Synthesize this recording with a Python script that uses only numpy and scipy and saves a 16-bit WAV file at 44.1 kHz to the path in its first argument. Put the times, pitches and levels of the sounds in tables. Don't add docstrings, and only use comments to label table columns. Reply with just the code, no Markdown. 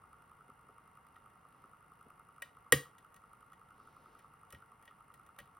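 import sys
import numpy as np
from scipy import signal
from scipy.fft import rfft, irfft
from scipy.io import wavfile

SR = 44100
rng = np.random.default_rng(int(sys.argv[2]) if len(sys.argv) > 2 else 0)


def digitize_waveform(pressure):
    field = np.atleast_2d(pressure).T
    bounded = np.clip(field, -1, 1)
    quanta = np.round(bounded * 32767).astype(np.int16)
    wavfile.write(sys.argv[1], SR, quanta)


N = 246519
TIME = np.arange(N) / SR
HZ = np.fft.rfftfreq(N, 1 / SR)


def from_db(db):
    return 10 ** (np.asarray(db) / 20)


def rms_one(x):
    return x / np.sqrt(np.mean(x ** 2) + 1e-20)


def noise(gain):
    spectrum = rfft(rng.standard_normal(N))
    return rms_one(irfft(spectrum * gain, N))


def colour(points):
    hz, db = np.transpose(points)
    return from_db(np.interp(np.log(HZ + 1), np.log(hz), db))


def add(out, start_s, sound):
    start = int(np.clip(round(start_s * SR), 0, N))
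    out[start:start + len(sound)] += sound[:N - start]


ECHO_S = 0.0105


def with_echo(x, echo_db):
    return x + from_db(echo_db) * np.interp(TIME - ECHO_S, TIME, x, left=0)


# f/Hz, half-width/Hz, level/dB
HOUSING_MODES = [(749, 45, -79.5), (917, 50, -75), (1118, 31, -74.5), (1360, 43, -76.5), (1419, 36, -78),
                 (1929, 50, -85.5), (2111, 27, -85), (2800, 90, -87)]
# f/Hz, level/dB
RUSH_SPECTRUM = [(20, -20), (45, -3), (145, 1.5), (200, -3.5), (370, -10), (440, -5.5), (650, -11.5),
                 (1250, -5.5), (1700, -14), (2800, -23.5), (3900, -32.5), (6000, -34.5), (9700, -24),
                 (16000, -34)]


def hum(rush_db=-68.0):
    out = from_db(rush_db) * noise(colour(RUSH_SPECTRUM))
    for hz, half_width_hz, db in HOUSING_MODES:
        out += from_db(db) * noise(1 / (1 + ((HZ - hz) / half_width_hz) ** 2))
    return out


MOTOR_HZ, HUNT_HZ, HUNT_S, FASTEST_S = 53.1445, 1.024, 1.83, 0.211
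TURN_DB = [-48, -60, -63.5, -63, -57]
KNOCK_TURN, SLIP_S = 2, 3.85
GLANCES_S = [.22, .6, .88, 1.07, 1.36, 1.55, 1.83, 2.48, 2.95, 3.15, 4.82, 5.48]
GLANCE_DB = -6.5


def motor_turns(spread_db=0.24):
    swing_turns = HUNT_HZ * HUNT_S / (2 * np.pi)
    angle_turns = MOTOR_HZ * TIME + swing_turns * np.sin(2 * np.pi * (TIME - FASTEST_S) / HUNT_S)
    turn = np.arange(1, int(angle_turns[-1]) + 1)
    turn_s = np.interp(turn, angle_turns, TIME)
    place = (turn - KNOCK_TURN + (turn_s > SLIP_S)) % len(TURN_DB)
    turn_db = np.array(TURN_DB)[place] + spread_db * rng.standard_normal(len(turn_s))
    for glance_s in GLANCES_S:
        turn_db[np.argmin(abs(turn_s - glance_s))] += GLANCE_DB
    return zip(turn_s, turn_db)


# f/Hz, level/dB
TICK_SPECTRUM = [(1000, -8.5), (2000, 1.5), (3000, -2), (4200, -16), (6000, -14.5), (7200, -18), (8600, 1),
                 (9800, -0.5), (12000, -6), (13800, 2), (15500, -14)]


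def motor(pip_hz=1250, pip_s=0.0014, tick_db=-65.0, tick_s=0.003, lead_s=0.0042, tick_share=0.38):
    pips, ticks = np.zeros((2, N))
    t = TIME[:SR // 50]
    swell = np.exp(-0.5 * ((t - lead_s) / pip_s) ** 2)
    for turn_s, db in motor_turns():
        pitch_hz = pip_hz * (1 + 0.033 * rng.standard_normal())
        pip = swell * np.sin(2 * np.pi * (pitch_hz * t + rng.random()))
        add(pips, turn_s - lead_s, from_db(db) * pip)
        this_tick_db = tick_db + tick_share * (db - TURN_DB[0]) + 2.5 * rng.standard_normal()
        add(ticks, turn_s - lead_s, from_db(this_tick_db) * np.exp(-t / tick_s))
    return with_echo(pips, echo_db=-6.0) + ticks * noise(colour(TICK_SPECTRUM))


# start/s, end/s, level/dB
SLIDES = [(1.548, 1.636, -81.5), (3.798, 4.22, -72)]
SLIDE_FADE_S, GRIP_DB = 0.043, -88.5
# f/Hz, level/dB
SKIN_SPECTRUM = [(60, -4.5), (200, 5), (500, 3.5), (1000, -13.5), (2500, -13.5), (4300, -16.5),
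                 (5500, -18.5), (8000, -26), (16000, -27.5)]
# t/s, level/dB
BUMPS = [(0.49, -62), (0.691, -64), (1.64, -61.5), (2.063, -57.5), (4.534, -58)]
# f/Hz, level/dB
FLESH_SPECTRUM = [(40, -27), (150, -11), (300, -1.5), (480, -5), (700, -18), (2000, -66)]


def fingers(bump_s=0.0049):
    slide = np.full(N, from_db(GRIP_DB))
    for start_s, end_s, db in SLIDES:
        outside_s = abs(TIME - np.clip(TIME, start_s, end_s))
        slide += from_db(db) * np.exp(-outside_s / SLIDE_FADE_S)
    bumps = np.zeros(N)
    t = TIME[:SR // 8]
    for bump_start_s, db in BUMPS:
        add(bumps, bump_start_s, from_db(db) * t / bump_s * np.exp(1 - t / bump_s))
    return slide * noise(colour(SKIN_SPECTRUM)) + bumps * noise(colour(FLESH_SPECTRUM))


def ring(modes, spread_db, envelope_power):
    t = TIME[:SR // 4]
    out = np.zeros(len(t))
    for hz, db, peak_s in modes:
        strength = from_db(db + spread_db * rng.standard_normal())
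        envelope = (t / peak_s * np.exp(1 - t / peak_s)) ** envelope_power
        out += strength * envelope * np.sin(2 * np.pi * hz * t)
    return out


# t/s, level/dB, crack brightness/dB
CLICKS = [(1.158, -61, -19), (1.2994, -70.5, -2), (2.4206, -39.5, -6), (2.7222, -16.5, -2.5),
          (2.9821, -62, 1), (3.142, -68, 5), (3.1628, -62.5, 0), (3.531, -61.5, -6), (4.191, -63.5, -3),
          (4.5041, -65.5, 6), (4.5248, -52, -2.5), (4.546, -55, -13), (4.825, -68.5, 2), (4.854, -69.5, 5),
          (4.876, -55, -20), (5.1398, -64, 3), (5.2632, -69.5, 1.5), (5.387, -47, -5.5),
          (5.399, -55.5, -5.5)]
# f/Hz, level/dB, swell peak/s
STEEL_MODES = [(572, -12.5, 0.0055), (747, -20, .003), (1034, -14.5, 0.0017), (1142, -8.5, 0.0025),
               (1622, -9.5, 0.0036), (1893, 1.5, 0.0045), (2430, -15.5, 0.00067), (2373, -13, 0.0035),
               (2857, -14.5, 0.0036), (3004, -12, 0.0046), (3340, -13, .0025), (3643, -19, .0025),
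               (3680, -19.5, 0.0015), (4750, -25, 0.0025), (5980, -25.5, 0.0048)]
# f/Hz, level/dB
CRACK_SPECTRUM = [(200, -22), (700, -3), (1500, -2.5), (3000, -5), (4800, -11), (6000, -6), (7000, -3),
                  (8600, 2), (10500, -1.5), (12500, 0.5), (15000, -3), (17000, -10)]
# f/Hz, level/dB
RATTLE_SPECTRUM = [(500, -22.5), (1400, -11), (1800, 0.5), (2300, 0.5), (3400, -3), (4200, -15.5),
                   (6000, -21), (9000, -36)]
CRACK_S, RATTLE_S = 0.0041, 0.0078


def lock(crack_db=5.0, steel_db=-2.5, rattle_db=-5.5):
    crack, rattle, body = np.zeros((3, N))
    t = TIME[:SR // 3]
    crack_shape = np.exp(-t / CRACK_S) * np.minimum(t / 0.0005, 1)
    rattle_shape = np.exp(-t / RATTLE_S) * np.minimum(t / 0.001, 1)
    for click_s, db, bright_db in CLICKS:
        add(crack, click_s, from_db(db + bright_db + crack_db) * crack_shape)
        add(rattle, click_s, from_db(db + rattle_db) * rattle_shape)
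        steel = ring(STEEL_MODES, spread_db=1.5, envelope_power=1.25)
        add(body, click_s, from_db(db + steel_db) * steel)
    chatter = crack * noise(colour(CRACK_SPECTRUM)) + rattle * noise(colour(RATTLE_SPECTRUM))
    return body + with_echo(chatter, echo_db=-17.5)


# f/Hz, level/dB
ROOM_SPECTRUM = [(40, -5.5), (150, -7), (500, -6), (900, -1), (1900, -7), (3000, -2.5), (4300, 3.5),
                 (7000, -2), (10000, -7.5), (16000, -3)]


def room(x, t60_s=0.24, build_s=0.006):
    t = TIME[:SR // 2]
    tail = noise(colour(ROOM_SPECTRUM))[:len(t)]
    tail = tail * from_db(-60 * t / t60_s) * (1 - np.exp(-(t / build_s) ** 2))
    unit_energy_tail = tail / np.sqrt(np.sum(tail ** 2))
    return signal.fftconvolve(x, unit_energy_tail)[:N]


# t/s, level/dB
JOLTS = [(2.7237, -18), (4.529, -43), (5.4, -49.5)]
REFERENCE_JOLT_DB = -17
# f/Hz, level/dB, swell peak/s
VICE_MODES = [(275, -13, 0.013), (330, -18.5, 0.011), (493, -1, 0.0067)]
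# f/Hz, level/dB, swell peak/s
BENCH_MODES = [(84, -23, .011), (117.8, -20.5, .011), (140.2, -16.5, 0.017)]
# f/Hz, level/dB
RUMBLE_SPECTRUM = [(18, -34.5), (40, -9.5), (80, 1), (130, 2), (240, -7), (400, -24), (1500, -62.5)]


def bench(vice_db=1.0, vice_loss=0.38, thump_db=1.5, lag_s=0.0014,
          rumble_db=-23.0, rumble_s=0.029, rumble_keep=0.56):
    rumble, body = np.zeros((2, N))
    t = TIME[:SR // 3]
    rumble_shape = np.exp(-t / rumble_s) * (1 - np.exp(-t / 0.008))
    for jolt_s, db in JOLTS:
        lighter_db = REFERENCE_JOLT_DB - db
        knock = ring(VICE_MODES, spread_db=0.5, envelope_power=5.8)
        add(body, jolt_s, from_db(db + vice_db - vice_loss * lighter_db) * knock)
        thump = ring(BENCH_MODES, spread_db=1.0, envelope_power=1.0)
        add(body, jolt_s + lag_s, from_db(db + thump_db) * thump)
        this_rumble_db = db + rumble_db + rumble_keep * lighter_db
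        add(rumble, jolt_s + lag_s, from_db(this_rumble_db) * rumble_shape)
    return body + rumble * noise(colour(RUMBLE_SPECTRUM))


def scene(room_db=-11.0, room_side_db=-8.0, hum_side_db=-5.0, side_low_hz=450, side_high_hz=2200,
          lock_pan_db=0.7, motor_pan_db=-0.6):
    clicks = lock() + bench()
    near = clicks + from_db(room_db) * room(clicks) + fingers()
    far = motor() + hum()
    side = from_db(room_db + room_side_db) * room(clicks) + from_db(hum_side_db) * hum()
    side_band = signal.butter(1, [side_low_hz, side_high_hz], "band", fs=SR, output="sos")
    side = signal.sosfilt(side_band, side)
    left_right = np.array([[1], [-1]])
    near_pair = near * from_db(left_right * lock_pan_db / 2)
    far_pair = far * from_db(left_right * motor_pan_db / 2)
    return near_pair + far_pair + left_right * side


# f/Hz, left lead/rad
MIC_PHASE = [(0, 0), (1400, 0), (2500, .5), (3200, .2), (5400, .3), (7200, 3.1), (10000, 6.2), (10900, 6.4),
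             (13500, 9.4), (16000, 12)]
CUTOFF_HZ = 15900


def record(dry):
    lead_rad = np.interp(HZ, *np.transpose(MIC_PHASE))
    ports = np.array([np.ones(len(HZ)), np.exp(-1j * lead_rad)])
    pair = irfft(rfft(dry) * ports, N)
    low_pass = signal.ellip(10, 0.3, 80, CUTOFF_HZ, fs=SR, output="sos")
    return signal.sosfilt(low_pass, pair)


dry = scene()
out = record(dry)
digitize_waveform(out)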